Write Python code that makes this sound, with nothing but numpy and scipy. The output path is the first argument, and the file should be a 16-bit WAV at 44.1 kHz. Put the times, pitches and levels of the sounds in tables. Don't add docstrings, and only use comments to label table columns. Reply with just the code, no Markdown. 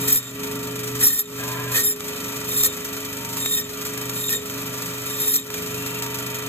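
import sys
import numpy as np
from scipy import signal
from scipy.fft import rfft, irfft
from scipy.io import wavfile
from scipy.ndimage import uniform_filter1d

SR = 44100
rng = np.random.default_rng(int(sys.argv[2]) if len(sys.argv) > 2 else 0)


def master(y):
    cut = np.clip(np.atleast_2d(y).T, -1, 1)
    pcm = np.round(cut * 32767)
    wavfile.write(sys.argv[1], SR, pcm.astype(np.int16))


N = 285768
TIME, BINS_HZ = np.arange(N) / SR, np.fft.rfftfreq(N, 1 / SR)


# start, time to reach hard bone, time to get through and time left in the slit,
# all in seconds, relative rasp and whistle levels in dB, speed lost in turns a second, dip in dB.
CUTS = [(0.0, 0.078, 0.19, 0.12, -29.5, -37, 0.39, 8.5), (0.987, 0.055, 0.22, 0.059, -29, -40.5, 0.31, 12),
        (1.704, 0.083, 0.19, 0.061, -30, -39, 0.4, 10), (2.471, 0.037, 0.2, 0.066, -30, -36.5, 0.31, 1.5),
        (3.36, 0.069, 0.24, 0.061, -31.5, -34, 0.34, 5.5),
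        (4.137, 0.024, 0.25, 0.026, -31.5, -36.5, 0.31, 5), (5.05, 0.2, 0.37, 0.0059, -34.5, -37, 0.17, 9)]
# start and length in seconds, relative rasp and knock levels in dB,
# screech in dB against the rasp.
BITES = [(0.072, 0.065, -19, -42, -4), (0.116, 0.046, -20, -53, 5.5), (0.147, 0.059, -23, -64, 5.5),
         (1.003, 0.06, -19.5, -35.5, -8), (1.025, 0.088, -22.5, -49, 9), (1.093, 0.086, -34.5, -47, 11),
         (1.18, 0.053, -23, -72, 3.5), (1.738, 0.069, -19, -31.5, -10), (1.756, 0.082, -17, -39.5, -12),
         (1.828, 0.12, -30, -52, 11.5), (2.558, 0.11, -26.5, -62, 2), (2.627, 0.066, -17, -50, -2),
         (3.504, 0.091, -26, -59, 1.5), (3.563, 0.065, -27, -47, 3), (4.288, 0.053, -25.5, -49, 2),
         (4.319, 0.049, -22, -36.5, -2), (5.192, 0.15, -29, -61, 5), (5.271, 0.084, -25.5, -49, 4),
         (5.329, 0.062, -20.5, -64, 4)]

def tooth_contact(break_s=0.022, bite_fall_s=0.034):
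    parts = []
    for start, _, length, slit_s, rasp_db, whistle_db, _, _ in CUTS:
        through = start + length
        depth = progress(start, through)
        push = gain_of(0.5 * (depth - 1.5))
        sawing = push * swell(start, through - break_s, rise_s=0.013, fall_s=break_s)
        in_slit = gain_of(-9.5) * swell(through - break_s, through + slit_s, break_s, fall_s=0.016)
        rasp = gain_of(rasp_db) * sawing
        whistle = gain_of(whistle_db) * (np.sqrt(depth) * sawing + in_slit)
        parts.append((rasp, np.zeros(N), whistle, rasp))
    for start, length, rasp_db, knock_db, screech_db in BITES:
        end = start + length
        bite = swell(start, end - bite_fall_s, rise_s=0.011, fall_s=bite_fall_s)
        bite *= gain_of(-4 * progress(start, end))
        rasp = gain_of(rasp_db) * bite
        parts.append((rasp, gain_of(knock_db) * bite, gain_of(-21.5) * rasp, gain_of(screech_db) * rasp))
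    return [np.sqrt(sum(part ** 2 for part in layer)) for layer in zip(*parts)]


# frequency in Hz, relative level in dB.
RASP_COLOUR = [(40, -40), (480, -12), (1000, -7), (2700, -1.5), (3900, 6), (4500, 8), (5000, 7.5),
               (6500, 10), (8500, 10), (10000, 11), (11500, 16), (12400, 15), (13600, 18), (14500, 18.5),
               (15700, 12), (16500, -20)]
# pitch in Hz, width in Hz, relative level in dB.
BITE_RINGS = [(460, 220, 10.5), (1230, 500, 3), (1870, 110, 13), (2430, 340, 10), (3190, 170, 8.5),
              (3670, 260, 11), (4200, 220, 14), (5600, 300, 5), (6570, 760, 8.5), (7550, 1300, 10),
              (8400, 600, 5)]
# pitch in Hz, width in Hz, relative level in dB.
CRUNCH_RINGS = [(1090, 790, 2.5), (1837, 170, 21.5), (2506, 70, 21), (3160, 390, 15), (4250, 290, -15),
                (4900, 200, 10), (5640, 160, -10)]

def cutting(turns, teeth_per_turn=74.42):
    rasp, knock, whistle, screech = tooth_contact()
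    slip = np.cumsum(0.05 * drift(22)) / SR
    teeth = teeth_per_turn * (turns + slip) + 0.032 * drift(89)
    rasp = rasp * gain_of(2.44 * drift(220))
    chips = grit(per_s=3000, spread_db=2.2, click_share=0.6)
    chips *= 1 + 0.3 * np.cos(2 * np.pi * teeth)
    tearing = gain_of(-2.5) * coloured(chips, RASP_COLOUR) + gain_of(-13) * ringing(chips, BITE_RINGS)
    splinters = grit(per_s=500, spread_db=2.5, click_share=0.85)
    crunch = (gain_of(1) * knock + gain_of(-5) * whistle) * ringing(splinters, CRUNCH_RINGS)
    whistle = whistle * gain_of(2 * drift(70))
    tones = gain_of(8) * knock * fuzzy_tone(teeth, width_hz=50)
    tones += gain_of(3) * whistle * fuzzy_tone(2 * teeth, width_hz=52)
    tones += gain_of(4.5) * whistle * fuzzy_tone(4 * teeth, width_hz=104)
    tones += screech * screeching(teeth)
    return stereo_noise(rasp * tearing + crunch) + stereo_tones(tones)


SCREECH_TONES_DB = [-15, -11.5, -10.5, -9, -6, -0.5]

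def screeching(teeth):
    sound = 0
    for multiple, db in enumerate(SCREECH_TONES_DB, 3):
        flare = gain_of(2.5 * drift(28))
        sound += gain_of(db) * unit_level(flare * fuzzy_tone(multiple * teeth, width_hz=70))
    return sound


# time in seconds, relative peak level in dB.
SNAPS = [(0.432, -18), (0.513, -17), (0.956, -17), (1.7585, -9), (2.006, -13.5), (2.413, -15), (2.967, -16),
         (3.46, -8), (4.0959, -11.5), (4.292, -9.5), (4.4978, -12.5), (5.503, -15.5), (5.5424, -13.5),
         (5.863, -15), (6.023, -10.5), (6.064, -14), (6.2663, -15)]

def chip_snaps(decay_s=0.0028):
    bursts = sum(gain_of(db) * (TIME >= s) * np.exp(-abs(TIME - s) / decay_s) for s, db in SNAPS)
    noise = rng.standard_normal((2, N))
    crack = coloured(noise, BLADE_COLOUR) + gain_of(-13) * ringing(noise, HOUSING_RINGS)
    return stereo_noise(gain_of(-9) * bursts * crack)


def motor_load(idle_turns_per_s=24.945, sag_s=0.26):
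    speed, dip_db = idle_turns_per_s, 0
    for start, to_bone, length, slit_s, _, _, speed_lost, depth_db in CUTS:
        clear = start + length + slit_s
        speed -= speed_lost * swell(clear - sag_s, clear, rise_s=sag_s, fall_s=0.24)
        dip_db += depth_db * swell(start + to_bone, clear, rise_s=0.091, fall_s=0.13)
    return speed, dip_db


# time in seconds, relative rattle level in dB,
# how hard the blade is thrown against its guides in dB.
RUNNING_LEVELS = [(0, -34, -8), (0.6, -38, 15), (1.35, -37, -3), (1.7, -35.5, 5), (2.2, -36.5, 2),
                  (3.15, -38.5, 8), (4, -36.5, 7), (5.05, -37, -5), (5.65, -37, 0), (6.48, -34.5, 16)]
# time in seconds, relative level in dB.
HUM_LEVELS = [(0.0, -34), (0.11, -35), (0.22, -44.5), (0.45, -35.5), (0.99, -35.5), (1.23, -45.5),
              (1.44, -35.5), (1.89, -39), (1.93, -41), (2.26, -36), (2.65, -38), (3.59, -38), (3.61, -40),
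              (3.86, -37), (4.46, -39.5), (4.55, -36.5), (5.48, -41.5), (5.59, -36), (5.83, -37.5),
              (6.39, -38.5), (6.43, -40), (6.48, -34)]

def running_saw(turns, dip_db):
    rattle_db, thrown_db = over_time(RUNNING_LEVELS)
    rattle_db -= dip_db
    hum_db = over_time(HUM_LEVELS)[0] + 1.3
    body = drive(turns, hum_db, rattle_db) + cabinet_rattle(turns, hum_db, rattle_db)
    return body + blade_swish(turns, rattle_db, thrown_db)


# time in seconds, relative level in dB.
DRONE_LEVELS = [(0.0, -33.5), (0.22, -45.5), (1.01, -34), (1.23, -63), (1.39, -38.5), (1.73, -33),
                (1.88, -55.5), (2.52, -39), (2.8, -57), (3.37, -39.5), (3.64, -52.5), (4.11, -37.5),
                (4.44, -47.5), (4.6, -40.5), (5.2, -42), (5.34, -55.5), (5.81, -38.5), (6.48, -38)]
# time in seconds, level in dB.
WHINE_LEVELS = [(0.0, -35), (0.09, -32), (0.23, -53), (0.41, -33.5), (1.03, -34), (1.14, -46),
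                (1.43, -36.5), (2.38, -38.5), (2.49, -35.5), (3.34, -42), (3.5, -38), (4.49, -37.5),
                (4.96, -40.5), (5.29, -35.5), (5.38, -44), (5.47, -40), (5.54, -35.5), (6.48, -38.5)]
# multiple of the shaft speed, level in dB against the hum.
HUM_TONES = [(2, -27), (3, -23.5), (4, -17.5), (7, -12.5), (8, -14), (10, -12), (11, -4), (12, -18.5),
             (15, -25)]
# multiple of the shaft speed, level in dB against the rattle.
HOUSING_TONES = [(20, -23.5), (21, -23), (24, -20.5), (26, -18), (28, -20), (37, -16.5), (39, -21),
                 (41, -25), (47, -16.5), (53, -15), (55, -17.5), (79, -22)]
# start and end in seconds, multiple of the shaft speed, level in dB.
PANEL_SWELLS = [(0.393, 0.76, 37, -51), (1.407, 1.777, 41, -39.5), (1.41, 1.772, 37, -44),
                (3.038, 3.475, 37, -46.5), (4.567, 5.153, 37, -47.5), (4.545, 4.963, 7, -41),
                (5.535, 6.052, 7, -44.5), (5.808, 6.456, 37, -44.5)]

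def drive(turns, hum_db, rattle_db):
    drone = gain_of(over_time(DRONE_LEVELS)[0] - 0.16) * shaft_tone(turns, 5, waver=0.062, waver_hz=24.6)
    whine = gain_of(over_time(WHINE_LEVELS)[0]) * shaft_tone(turns, 17, waver=0.11, waver_hz=20)
    hum = sum(gain_of(db) * shaft_tone(turns, k, waver=0.24, waver_hz=14) for k, db in HUM_TONES)
    housing = sum(gain_of(db) * shaft_tone(turns, k, waver=0.68, waver_hz=18) for k, db in HOUSING_TONES)
    panels = 0
    for start, end, multiple, db in PANEL_SWELLS:
        level = gain_of(db) * window(start, end, fade_s=0.06)
        panels += level * shaft_tone(turns, multiple, waver=0.25, waver_hz=24.33)
    return stereo_tones(drone + whine + gain_of(hum_db) * hum + gain_of(rattle_db) * housing + panels)


# pitch in Hz, width in Hz, relative level in dB.
HOUSING_RINGS = [(560, 276, 4), (980, 320, -2), (1200, 153, 4.5), (1380, 170, 5), (1690, 170, 2),
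                 (1930, 260, 4.5), (2345, 150, 8), (2510, 190, 8), (2720, 230, 3), (3095, 190, 7),
                 (3450, 400, -3), (3720, 170, 2), (4180, 120, -1.5)]
# frequency in Hz, relative level in dB.
RUMBLE_COLOUR = [(20, -46), (32, -30), (48, -16), (85, -1), (150, 2), (260, -0.5), (340, -9), (450, -4),
                 (700, -18), (1500, -59)]

def cabinet_rattle(turns, hum_db, rattle_db, repeat_share=0.22):
    one_turn = rng.standard_normal((2, 1800))
    repeating = np.array([np.interp(turns % 1, np.linspace(0, 1, len(row)), row) for row in one_turn])
    loose = grit(per_s=300, spread_db=1.5, click_share=0.28)
    chatter = np.sqrt(repeat_share) * unit_level(repeating) + np.sqrt(1 - repeat_share) * loose
    chatter = ringing(chatter * (1 + 0.032 * np.cos(2 * np.pi * turns)), HOUSING_RINGS)
    rumble = coloured(rng.standard_normal((2, N)), RUMBLE_COLOUR)
    return stereo_noise(gain_of(rattle_db) * chatter + gain_of(hum_db - 8.3) * rumble)


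# frequency in Hz, relative level in dB.
BLADE_COLOUR = [(100, -35), (1000, -2), (3000, -4), (3800, -2), (5000, -3), (6700, 1), (8400, -0.5),
                (10000, -6.5), (11200, -2), (13000, -1.5), (13600, 3.5), (14400, -0.5), (15700, -4)]

def blade_swish(turns, rattle_db, thrown_db, rise_turns=0.026, slap_turns=0.13, rub_turns=0.56):
    laps = turns - 0.642 + 0.039 * drift(32)
    lap, since_hit = np.floor(laps).astype(int) + 1, laps % 1
    strength = gain_of(thrown_db + 4 * rng.uniform(-1, 1, 256)[lap])
    slap = gain_of(-10 + 5 * rng.uniform(-1, 1, 256)[lap]) * np.exp(-since_hit / slap_turns)
    rub = np.exp(-since_hit / rub_turns)
    stroke = (1 - np.exp(-since_hit / rise_turns)) * (rub + slap)
    pressure = unit_level((1 + strength * stroke) / (1 + gain_of(thrown_db) * stroke.mean()))
    flutter_db = drift(90)
    level_db = np.minimum(rattle_db, -37.5) + 6 + flutter_db
    hiss = coloured(grit(per_s=3000, spread_db=3, click_share=0.4), BLADE_COLOUR)
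    return stereo_noise(gain_of(level_db) * pressure * hiss)


# start and end in seconds, level in dB.
SCRAPES = [(1.372, 1.778, -37.5)]
# pitch in Hz, width in Hz, relative level in dB.
SCRAPE_RINGS = [(670, 250, 4), (993, 32, 10.5), (1110, 170, -9), (1620, 96, 10.5), (1760, 98, 5),
                (2120, 220, -6), (2490, 150, 1), (3400, 600, -10)]

def scrape():
    level = sum(gain_of(db) * window(start, end, fade_s=0.035) for start, end, db in SCRAPES)
    slips = grit(per_s=600, spread_db=3, click_share=0.6) * gain_of(2 * drift(60))
    return stereo_noise(level * ringing(slips, SCRAPE_RINGS))


# time in seconds, level in dB.
KNOCKS = [(2.652, -34.5), (4.345, -36.5)]
# pitch in Hz, width in Hz, relative level in dB.
TABLE_RINGS = [(470, 190, 1), (680, 220, -11.5)]
# start and end in seconds, level in dB.
SWEEPS = [(5.69, 6.05, -40)]

def pieces_on_table(rise_s=0.0043, decay_s=0.041, squeak_hz=2724, squeak_width_hz=85):
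    knocks = sum(gain_of(db) * progress(s, s + rise_s) * np.exp(-abs(TIME - s) / decay_s)
                 for s, db in KNOCKS)
    sweeps = sum(gain_of(db) * window(start, end, fade_s=0.05) for start, end, db in SWEEPS)
    noise = rng.standard_normal((2, N))
    squeak = ringing(noise, [(squeak_hz, squeak_width_hz, 0)])
    return stereo_noise(knocks * ringing(noise, TABLE_RINGS) + sweeps * squeak)


# frequency in Hz, likeness from 0 (unrelated) to 1 (the same).
STEREO_LIKENESS = [(100, .965), (280, .96), (420, .9), (650, .2), (1150, .7), (1700, .3), (2700, .55),
                   (3700, .4), (4800, .75), (7000, .92), (15000, .96)]

def stereo_noise(pair):
    direct, scattered = rfft(pair)
    alike = np.clip(over_frequency(STEREO_LIKENESS), 0, 1)
    return left_and_right(direct, alike * direct + np.sqrt(1 - alike ** 2) * scattered)


def stereo_tones(x):
    spectrum = rfft(x)
    return left_and_right(spectrum, spectrum)


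# frequency in Hz, difference in dB.
LEFT_LOUDER = [(100, -.2), (400, -.6), (650, 1.3), (1200, -2.3), (2400, .5), (4500, 0)]
# frequency in Hz, lead in radians.
LEFT_LEAD = [(100, 0), (280, 0), (420, .7), (950, 1.1), (1380, 0), (2300, 2.2), (3200, 2.2), (3700, 1.5),
             (4900, 3.1), (5650, 3.7), (6900, 6.3), (9750, 9.4), (12400, 12.6), (14900, 15.7)]

def left_and_right(left, right):
    lean = gain_of(over_frequency(LEFT_LOUDER) / 2)
    lag = np.exp(-1j * over_frequency(LEFT_LEAD))
    return irfft(np.array([left * lean, right / lean * lag]), N)


def grit(per_s, spread_db, click_share):
    clicks = (rng.random((2, N)) < per_s / SR) * rng.choice([-1, 1], (2, N))
    clicks = clicks * gain_of(spread_db * np.minimum(rng.exponential(1, (2, N)), 4))
    hiss = rng.standard_normal((2, N))
    return np.sqrt(click_share) * unit_level(clicks) + np.sqrt(1 - click_share) * hiss


def fuzzy_tone(cycles, width_hz):
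    size = signal.lfilter([1], [1, -np.exp(-np.pi * width_hz / SR)], rng.standard_normal((2, N)))
    size = uniform_filter1d(size, size=30, axis=1)
    return unit_level(size[0] * np.cos(2 * np.pi * cycles) + size[1] * np.sin(2 * np.pi * cycles))


def shaft_tone(turns, multiple, waver, waver_hz):
    angle = 2 * np.pi * (multiple * turns + rng.random())
    wave = (1 + waver * drift(waver_hz)) * np.cos(angle)
    return unit_level(wave + waver * drift(waver_hz) * np.sin(angle))


def ringing(x, rings):
    power = sum(gain_of(db) ** 2 / (1 + (2 * (BINS_HZ - hz) / width) ** 2) ** 3.9
                for hz, width, db in rings)
    bass_cut = BINS_HZ ** 2 / (BINS_HZ ** 2 + 250 ** 2)
    return unit_level(irfft(rfft(x) * np.sqrt(power) * bass_cut, N))


def coloured(x, colour):
    return unit_level(irfft(rfft(x) * gain_of(over_frequency(colour)), N))


def drift(hz):
    points = rng.standard_normal(8192)
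    return unit_level(np.interp(TIME * hz, np.arange(len(points)), points))


def swell(start, end, rise_s, fall_s):
    return np.clip(np.minimum((TIME - start) / rise_s, 1 + (end - TIME) / fall_s), 0, 1)


def window(start, end, fade_s):
    return np.clip(np.minimum(TIME - start, end - TIME) / fade_s, 0, 1)


def progress(start, end):
    return np.clip((TIME - start) / (end - start), 0, 1)


def over_time(rows):
    seconds, *columns = np.transpose(rows)
    return [np.interp(TIME, seconds, column) for column in columns]


def over_frequency(rows):
    hz, value = np.transpose(rows)
    return np.interp(np.log(BINS_HZ + 1), np.log(hz + 1), value)


def gain_of(db):
    return 10 ** (np.asarray(db) / 20)


def unit_level(x):
    return x / np.sqrt(np.mean(x ** 2) + 1e-20)


def scene():
    speed, dip_db = motor_load()
    turns = np.cumsum(speed) / SR
    return running_saw(turns, dip_db) + scrape() + cutting(turns) + chip_snaps() + pieces_on_table()


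def record(dry):
    low_pass = signal.firwin(801, 15700, window=("kaiser", 9), fs=SR)
    return signal.oaconvolve(dry, low_pass[None], "same", axes=1)


dry = scene()
out = record(dry)
master(out)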